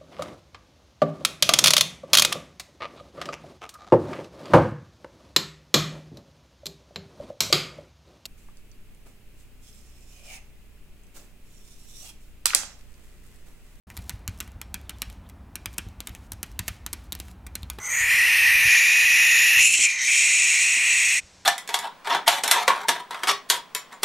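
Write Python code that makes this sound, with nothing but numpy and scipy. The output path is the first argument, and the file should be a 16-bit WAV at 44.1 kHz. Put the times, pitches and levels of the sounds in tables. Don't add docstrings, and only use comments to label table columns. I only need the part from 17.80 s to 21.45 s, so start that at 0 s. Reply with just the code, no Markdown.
import sys
import numpy as np
from scipy import signal
from scipy.fft import rfft, irfft
from scipy.io import wavfile
from scipy.ndimage import uniform_filter1d, map_coordinates

SR = 44100
rng = np.random.default_rng(int(sys.argv[2]) if len(sys.argv) > 2 else 0)


def int16_out(signal):
    q = np.round(np.clip(np.atleast_2d(signal).T, -1, 1) * 32767)
    wavfile.write(sys.argv[1], SR, q.astype(np.int16))


N = 160965

# time_s, level_db
UPPER_LEVEL = [(0.0, -49), (0.02, -53), (0.14, -28.5), (0.28, -23.5), (0.83, -19), (0.94, -15.5),
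               (0.98, -18), (1.33, -18.5), (1.34, -17.5), (1.74, -19.5), (1.79, -15.5), (1.87, -17.5),
               (1.93, -25.5), (1.94, -16.5), (1.97, -27), (2.06, -19), (2.14, -28.5), (2.21, -33),
               (2.22, -40), (2.26, -27.5), (2.27, -29), (2.28, -20), (3.0, -22.5), (3.13, -20.5),
               (3.14, -22), (3.32, -22.5), (3.39, -26)]
LOWER_LEVEL = [(0.0, -45), (0.1, -33.5), (0.24, -21), (0.26, -28.5), (0.31, -19.5), (0.63, -21),
               (0.68, -17.5), (0.83, -23.5), (0.95, -19.5), (1.06, -24), (1.79, -21), (1.89, -45),
               (1.96, -35.5), (2.15, -35), (2.22, -25), (2.31, -32.5), (3.18, -26.5), (3.39, -27.5)]
# time_s, pitch_hz
UPPER_PITCH = [(0.05, 2141), (0.44, 2518), (1.02, 2397), (1.13, 2472), (1.98, 2598), (2.01, 2427),
               (2.21, 2326), (2.64, 2455), (2.79, 2378), (2.82, 2518), (3.02, 2459), (3.05, 2580),
               (3.15, 2400), (3.35, 2506), (3.38, 2440)]
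LOWER_PITCH = [(0, 2080), (.06, 2049), (.15, 1878), (.4, 1942), (.95, 1877), (1.35, 1933), (1.75, 1899),
               (1.92, 2140), (2.21, 1982), (2.32, 2155), (2.55, 2039), (3.3, 1994)]
# time_s, share_fraction
CORE_SHARE = [(0, .15), (.6, .15), (.85, .5), (1.5, .45), (1.8, .25), (2.1, .4), (2.6, .22), (3.4, .18)]
# time_s, hold_fraction
PRESSURE_HOLD = [(0, .05), (.6, 0.1), (.95, 0.5), (3.4, 0.66)]
# frequency_hz, gain_db
THROAT_RESPONSE = [(300, -31), (900, -9), (1300, -7), (1600, -2), (1850, 2.5), (2150, 2), (2500, 3),
                   (2800, 5.5), (3150, -2), (4200, 9.5), (8000, -32), (12000, -59.5)]

# time_s, level_db
HISS_LEVEL = [(0.0, -46), (0.06, -30.5), (0.08, -36), (0.11, -27.5), (0.18, -29), (0.2, -26), (0.25, -32.5),
              (0.82, -31.5), (0.94, -25), (1.1, -28), (1.23, -27), (1.25, -30), (1.37, -26.5), (1.62, -25),
              (1.77, -28), (1.81, -21), (1.86, -19), (1.9, -25), (1.95, -20.5), (1.97, -22), (1.99, -21.5),
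              (2.05, -18), (2.08, -33), (2.1, -29.5), (2.18, -35), (2.21, -27), (2.38, -21), (2.84, -22.5),
              (3.03, -26.5), (3.11, -23.5), (3.37, -25), (3.39, -27)]
FIZZ_LEVEL = [(0.0, -57), (0.11, -42.5), (0.33, -33.5), (0.94, -30), (1.08, -33.5), (1.81, -29),
              (1.87, -27.5), (1.9, -35.5), (1.93, -29), (1.98, -39), (2.03, -35.5), (2.19, -56),
              (2.25, -38), (2.27, -42.5), (2.3, -34.5), (2.61, -39), (2.74, -37), (3.0, -39.5),
              (3.34, -37.5), (3.39, -40)]
# time_s, depth_db
SPUTTER_DEPTH = [(0, 1.0), (.3, 0.25), (1.8, 0.25), (1.95, 1.25), (2.27, 0.7), (2.35, -0.1), (3.4, 0.14)]
# frequency_hz, gain_db
OPENING = [(1820, -64), (3100, -20), (3600, -32), (5720, -27.5), (6080, -11), (6550, -11), (7850, -23.5),
           (8570, -10.5), (9420, -27), (11500, -22), (15500, -32)]
FACING = [(1820, -27), (3100, -0.5), (3410, -10.5), (4140, -4.5), (4550, -9.5), (5960, -3.5), (6820, -11),
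          (7750, -17), (9110, -2), (10000, -7), (10700, -6.5), (12900, -6), (13700, -11), (14600, -31),
          (15500, -36)]
RAISED = [(1820, -36), (3100, -6), (3920, -6.5), (4340, -7), (5000, -8), (5680, 0), (6330, -5), (6860, 0),
          (7190, -6), (8120, -22.5), (8860, -8.5), (9870, -11.5), (10100, -5.5), (10700, -6), (11300, -13),
          (12400, -8.5), (13500, -21), (14200, -38.5), (15500, -29)]
TURNING = [(1820, -15), (3100, -8), (3670, -18), (4370, -10), (4770, -19.5), (5460, -8), (6330, -8),
           (7150, -1.5), (8690, -8.5), (10100, -7.5), (12600, -22.5), (14300, -22), (15500, -41)]
DUCKED = [(1820, -42), (3100, -7.5), (3430, -16), (3870, -8), (4250, -7), (4800, -13), (5460, -6),
          (6590, -4), (7440, -9.5), (8340, -11), (9870, -28), (10800, -24), (15500, -51)]
ASIDE = [(1820, -40), (3100, -10), (4340, -12.5), (4870, -14.5), (5530, -7), (6680, -4), (7050, -2),
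         (7490, -6), (8070, -1), (9230, -14), (10100, -17.5), (10900, -28), (13500, -27), (15500, -40)]
# start_s, end_s, spectrum
HEAD_POSES = [(0, 0.137, OPENING), (0.345, 0.788, FACING), (0.908, 1.78, RAISED), (1.843, 2.05, TURNING),
              (2.09, 2.2, DUCKED), (2.29, 3.65, ASIDE)]
# time_s, centre_hz, lift_db
BEAK_RESONANCE = [(0, 5840, 12), (.08, 6400, 10), (.17, 6900, 9), (.3, 7100, 9.5), (.45, 7040, 7),
                  (.6, 7250, -2), (.8, 7250, -2), (1.75, 7000, 1.5), (1.86, 7000, 4), (1.98, 7900, 3),
                  (2.05, 7100, 3), (2.12, 6700, 4), (2.21, 5870, 6), (2.31, 6800, 4.5), (2.7, 6900, 4),
                  (3, 7010, 0)]
# time_s, centre_hz, depth_db
LOW_HOLLOW = [(0, 3300, 5), (.18, 3700, 9), (.4, 3750, 5), (.75, 4250, 7), (1.3, 4300, 7), (1.7, 4700, 7),
              (2.25, 4750, 5), (2.5, 4950, 7), (3.4, 5050, 6)]
MID_HOLLOW = [(0, 5000, 3), (.17, 5400, 14), (.32, 6400, 12), (.55, 6850, 8), (.76, 6900, 10),
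              (.92, 7700, 7), (1.3, 8050, 4), (1.75, 7800, 4), (2.1, 7600, 7), (2.6, 7450, 4),
              (3.4, 7450, 6)]
UPPER_HOLLOW = [(0, 9000, 8), (.3, 8700, 7), (.6, 8650, 12), (.85, 8650, 10), (1.05, 8900, 8),
                (1.25, 8400, 5), (1.75, 8350, 3), (2.3, 9000, 1), (2.7, 9200, 4), (3, 9600, 8),
                (3.15, 9350, 8), (3.4, 9300, 8)]
HIGH_HOLLOW = [(0, 10700, 8), (.35, 10200, 9), (.75, 10100, 10), (.99, 9300, 15), (1.28, 10000, 15),
               (1.5, 9850, 14), (1.79, 10200, 14), (1.84, 12800, 8), (2.1, 11800, 4), (2.18, 9900, 12),
               (2.3, 12150, 12), (2.85, 12250, 14), (3.01, 12800, 12), (3.15, 12300, 14), (3.4, 12100, 14)]
# track, half_width_hz
NOTCHES = [(LOW_HOLLOW, 140), (MID_HOLLOW, 240), (UPPER_HOLLOW, 140), (HIGH_HOLLOW, 230)]
# time_s, level_db
RUSH_LEVEL = [(0.0, -46.5), (0.11, -44.5), (0.52, -42), (1.11, -44.5), (1.76, -46), (1.79, -41.5),
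              (1.88, -59), (2.0, -53.5), (3.11, -47), (3.39, -51)]
# frequency_hz, gain_db
RUSH_SPECTRUM = [(100, -19), (350, -12.5), (600, -6), (700, -6.5), (850, -1.5), (1050, 2), (1250, 0.5),
                 (1480, 4), (1600, -4), (2000, -17.5), (4000, -41)]

# delay_ms, gain_ratio
WALL_REFLECTIONS = [(1.45, 0.11), (2.15, 0.098), (3.7, 0.095), (6.3, 0.18)]
# start_s, level_db, decay_s
CRATE_KNOCKS = [(1.785, -44.5, 0.027), (1.9, -50, 0.027), (1.987, -44, 0.021), (2.97, -48, .012)]
# centre_s, envelope_db, pitch_hz
HANDLING_BUMPS = [(.213, -38, 70), (.24, -37, 55), (.267, -41, 60), (.345, -39, 95), (.755, -37.5, 75),
                  (.858, -30.5, 110), (.878, -34, 65), (1.25, -43, 70), (1.335, -46.5, 84.95),
                  (1.775, -39.5, 100), (1.805, -43, 60), (1.994, -49, 75), (2.977, -46, 268.8),
                  (3.44, -48, 40)]
# time_s, relative_level_db
RUMBLE_CONTOUR = [(0.0, -58), (0.77, -53.5), (0.94, -59), (1.15, -63.5), (1.63, -58), (2.14, -71.5),
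                  (3.25, -65.5), (3.65, -66)]
# frequency_hz, gain_db
RUMBLE_SPECTRUM = [(15, -6), (40, -6), (70, -0.5), (100, 3.5), (130, -7.5), (170, -6.5), (400, -31),
                   (1500, -74)]
NIGHT_SPECTRUM = [(24, -36), (40, -22), (54, -27), (103, -8.5), (216, -16), (284, -5), (313, -14.5),
                  (422, -9), (2990, -15.5), (5850, -12), (7490, -16.5), (12000, -37), (15000, -42)]
# pitch_hz, level_db
HUM_TONES = [(72, -67.5), (96, -75), (190, -68)]

UPPER_WIDTH_HZ, CORE_WIDTH_HZ, LOWER_WIDTH_HZ = 480, 120, 233
FULL_EFFORT_DB, CHAOS_POWER = -23, 0.35
SATURATION, KNEE = 0.67, 0.49
FLUTTER_DEPTH, PULSE_DEPTH, DOUBLE_PULSE_DEPTH = 0.11, 0.25, 0.33
FLUTTER_HZ, SPUTTER_HZ = 604, 80
BEAK_HALF_WIDTH_HZ, RIPPLE_DB = 320, 1.56
TIME_S = np.arange(N) / SR


def owl(stop_s=3.405, release_s=0.017):
    swing, level = syrinx()
    rasp = amp(0.08) * level * steady_pressure(tint(swing.real, THROAT_RESPONSE))
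    rush = amp(curve(RUSH_LEVEL)) * crate_reflections(tint(rng.standard_normal(N), RUSH_SPECTRUM))
    release = np.clip((stop_s - TIME_S) / release_s, 0, 1)
    return (rasp + rush + amp(-0.06) * hiss(swing)) * release


def syrinx():
    upper_level, lower_level = amp(curve(UPPER_LEVEL)), amp(curve(LOWER_LEVEL))
    level = np.hypot(upper_level, lower_level)
    pace = np.minimum(level / amp(FULL_EFFORT_DB), 1) ** CHAOS_POWER
    share = curve(CORE_SHARE)
    broad = np.sqrt(1 - share) * wobble(UPPER_WIDTH_HZ, pace)
    core = np.sqrt(share) * wobble(CORE_WIDTH_HZ)
    upper = upper_level * (broad + core) * phasor(curve(UPPER_PITCH))
    lower = lower_level * wobble(LOWER_WIDTH_HZ, pace) * phasor(curve(LOWER_PITCH))
    swing = (upper + lower) / level
    return unit(swing / (abs(swing) ** 2 + KNEE ** 2) ** (SATURATION / 2)), level


def steady_pressure(rasp):
    power = uniform_filter1d(unit(rasp) ** 2, size=500)
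    return unit(rasp / (power + 1e-3) ** (curve(PRESSURE_HOLD) / 2))


def hiss(swing):
    phase = np.angle(swing)
    flutter = FLUTTER_DEPTH * unit(wobble(2 * FLUTTER_HZ).real)
    gate = np.exp(flutter + PULSE_DEPTH * np.cos(phase) + DOUBLE_PULSE_DEPTH * np.cos(2 * phase))
    sputter = amp(curve(SPUTTER_DEPTH) * unit(wobble(2 * SPUTTER_HZ).real))
    air = crate_reflections(gate * sputter * rng.standard_normal(N))
    hz, t, spectra = signal.stft(air, SR, nperseg=512, noverlap=384)
    gain = balance_treble(beak_and_head(hz, t), hz, t)
    return amp(curve(HISS_LEVEL)) * signal.istft(spectra * gain, SR, nperseg=512, noverlap=384)[1][:N]


def beak_and_head(hz, t):
    pose_times = np.ravel([pose[:2] for pose in HEAD_POSES])
    pose_db = np.repeat([spectrum_db(pose[2], hz) for pose in HEAD_POSES], 2, axis=0)
    db = np.array([np.interp(t, pose_times, row) for row in pose_db.T])
    db += moving_band(BEAK_RESONANCE, BEAK_HALF_WIDTH_HZ, hz, t)
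    db -= sum(moving_band(track, half_width_hz, hz, t) for track, half_width_hz in NOTCHES)
    ripple = uniform_filter1d(rng.standard_normal(db.shape), size=3, axis=0)
    db += RIPPLE_DB * unit(uniform_filter1d(ripple, size=70, axis=1))
    return amp(db) / np.sqrt(1 + (2400 / (hz[:, None] + 1)) ** 12)


def balance_treble(gain, hz, t):
    middle, top = (hz > 5000) & (hz < 9000), hz >= 9000
    middle_gain, top_gain = (np.sqrt((gain[band] ** 2).sum(0) / len(hz)) for band in (middle, top))
    tilt = amp(curve(FIZZ_LEVEL, t) - curve(HISS_LEVEL, t)) * middle_gain / top_gain
    shelf = np.clip((hz[:, None] - 8300) / 1400, 0, 1)
    return gain / middle_gain * tilt ** shelf


def crate_reflections(direct, drift_per_s=0.059):
    shrink = np.exp(-drift_per_s * TIME_S)
    reflected = sum(gain * map_coordinates(direct, [np.arange(N) - delay_ms * shrink * SR / 1000], order=3)
                    for delay_ms, gain in WALL_REFLECTIONS)
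    return unit(direct + reflected)


def crate_knocks():
    body = tint(rng.standard_normal(N), [(60, -1), (270, 2.5), (700, -5.5), (1500, -16), (5000, -25)])
    return body * sum(amp(db) * (TIME_S > start_s) * np.exp(-abs(TIME_S - start_s) / decay_s)
                      for start_s, db, decay_s in CRATE_KNOCKS)


def garden_echo(call, level_db=-31, t60_s=0.72):
    t = np.arange(SR) / SR
    tail = tint(rng.standard_normal(SR),
                [(500, 0), (1200, 0), (2300, -12), (4000, -2), (7000, -2), (11000, -12)])
    tail *= amp(-60 * t / t60_s)
    return amp(level_db) * signal.fftconvolve(call, tail / np.linalg.norm(tail))[:N]


def handling():
    sound = amp(curve(RUMBLE_CONTOUR) + 2.5) * tint(rng.standard_normal(N), RUMBLE_SPECTRUM)
    half_width_s = 0.0066
    for centre_s, db, hz in HANDLING_BUMPS:
        t = TIME_S - centre_s
        sound += amp(db) * np.exp(-(t / half_width_s) ** 2) * np.sin(2 * np.pi * hz * t)
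    return sound


def night_air(air_db=-55.5):
    hum = sum(amp(db) * unit(((1 + 0.5 * wobble(5.8)) * phasor(hz)).real) for hz, db in HUM_TONES)
    return hum + amp(air_db) * tint(rng.standard_normal(N), NIGHT_SPECTRUM)


def amp(db):
    return 10 ** (np.asarray(db) / 20)


def unit(x):
    return x / np.sqrt(np.mean(abs(x) ** 2) + 1e-20)


def curve(rows, t=TIME_S, column=1):
    rows = np.array(rows, float)
    return np.interp(t, rows[:, 0], rows[:, column])


def spectrum_db(points, hz):
    point_hz, db = np.transpose(points)
    return np.interp(np.log(hz + 1), np.log(point_hz + 1), db)


def tint(x, points):
    hz = np.fft.rfftfreq(len(x), 1 / SR)
    return unit(irfft(rfft(x) * amp(spectrum_db(points, hz)), len(x)))


def moving_band(track, half_width_hz, hz, t):
    return curve(track, t, column=2) * np.exp(-((hz[:, None] - curve(track, t)) / half_width_hz) ** 2)


def wobble(width_hz, pace=1):
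    b, a = signal.butter(2, width_hz / SR)
    real, imaginary = rng.standard_normal((2, N + SR))
    noise = signal.lfilter(b, a, real + 1j * imaginary)[SR:]
    return unit(np.interp(np.cumsum(pace * np.ones(N)), np.arange(N), noise))


def phasor(hz):
    return np.exp(2j * np.pi * np.cumsum(hz * np.ones(N)) / SR)


def scene():
    call = owl()
    mono = call + garden_echo(call) + handling() + crate_knocks() + night_air()
    return np.array([mono, mono])


def record(dry, cutoff_hz=15720):
    lowpass = signal.firwin(511, cutoff_hz, window=("kaiser", 9), fs=SR)
    return signal.oaconvolve(dry, lowpass[None], "same")


dry = scene()
out = record(dry)
int16_out(out)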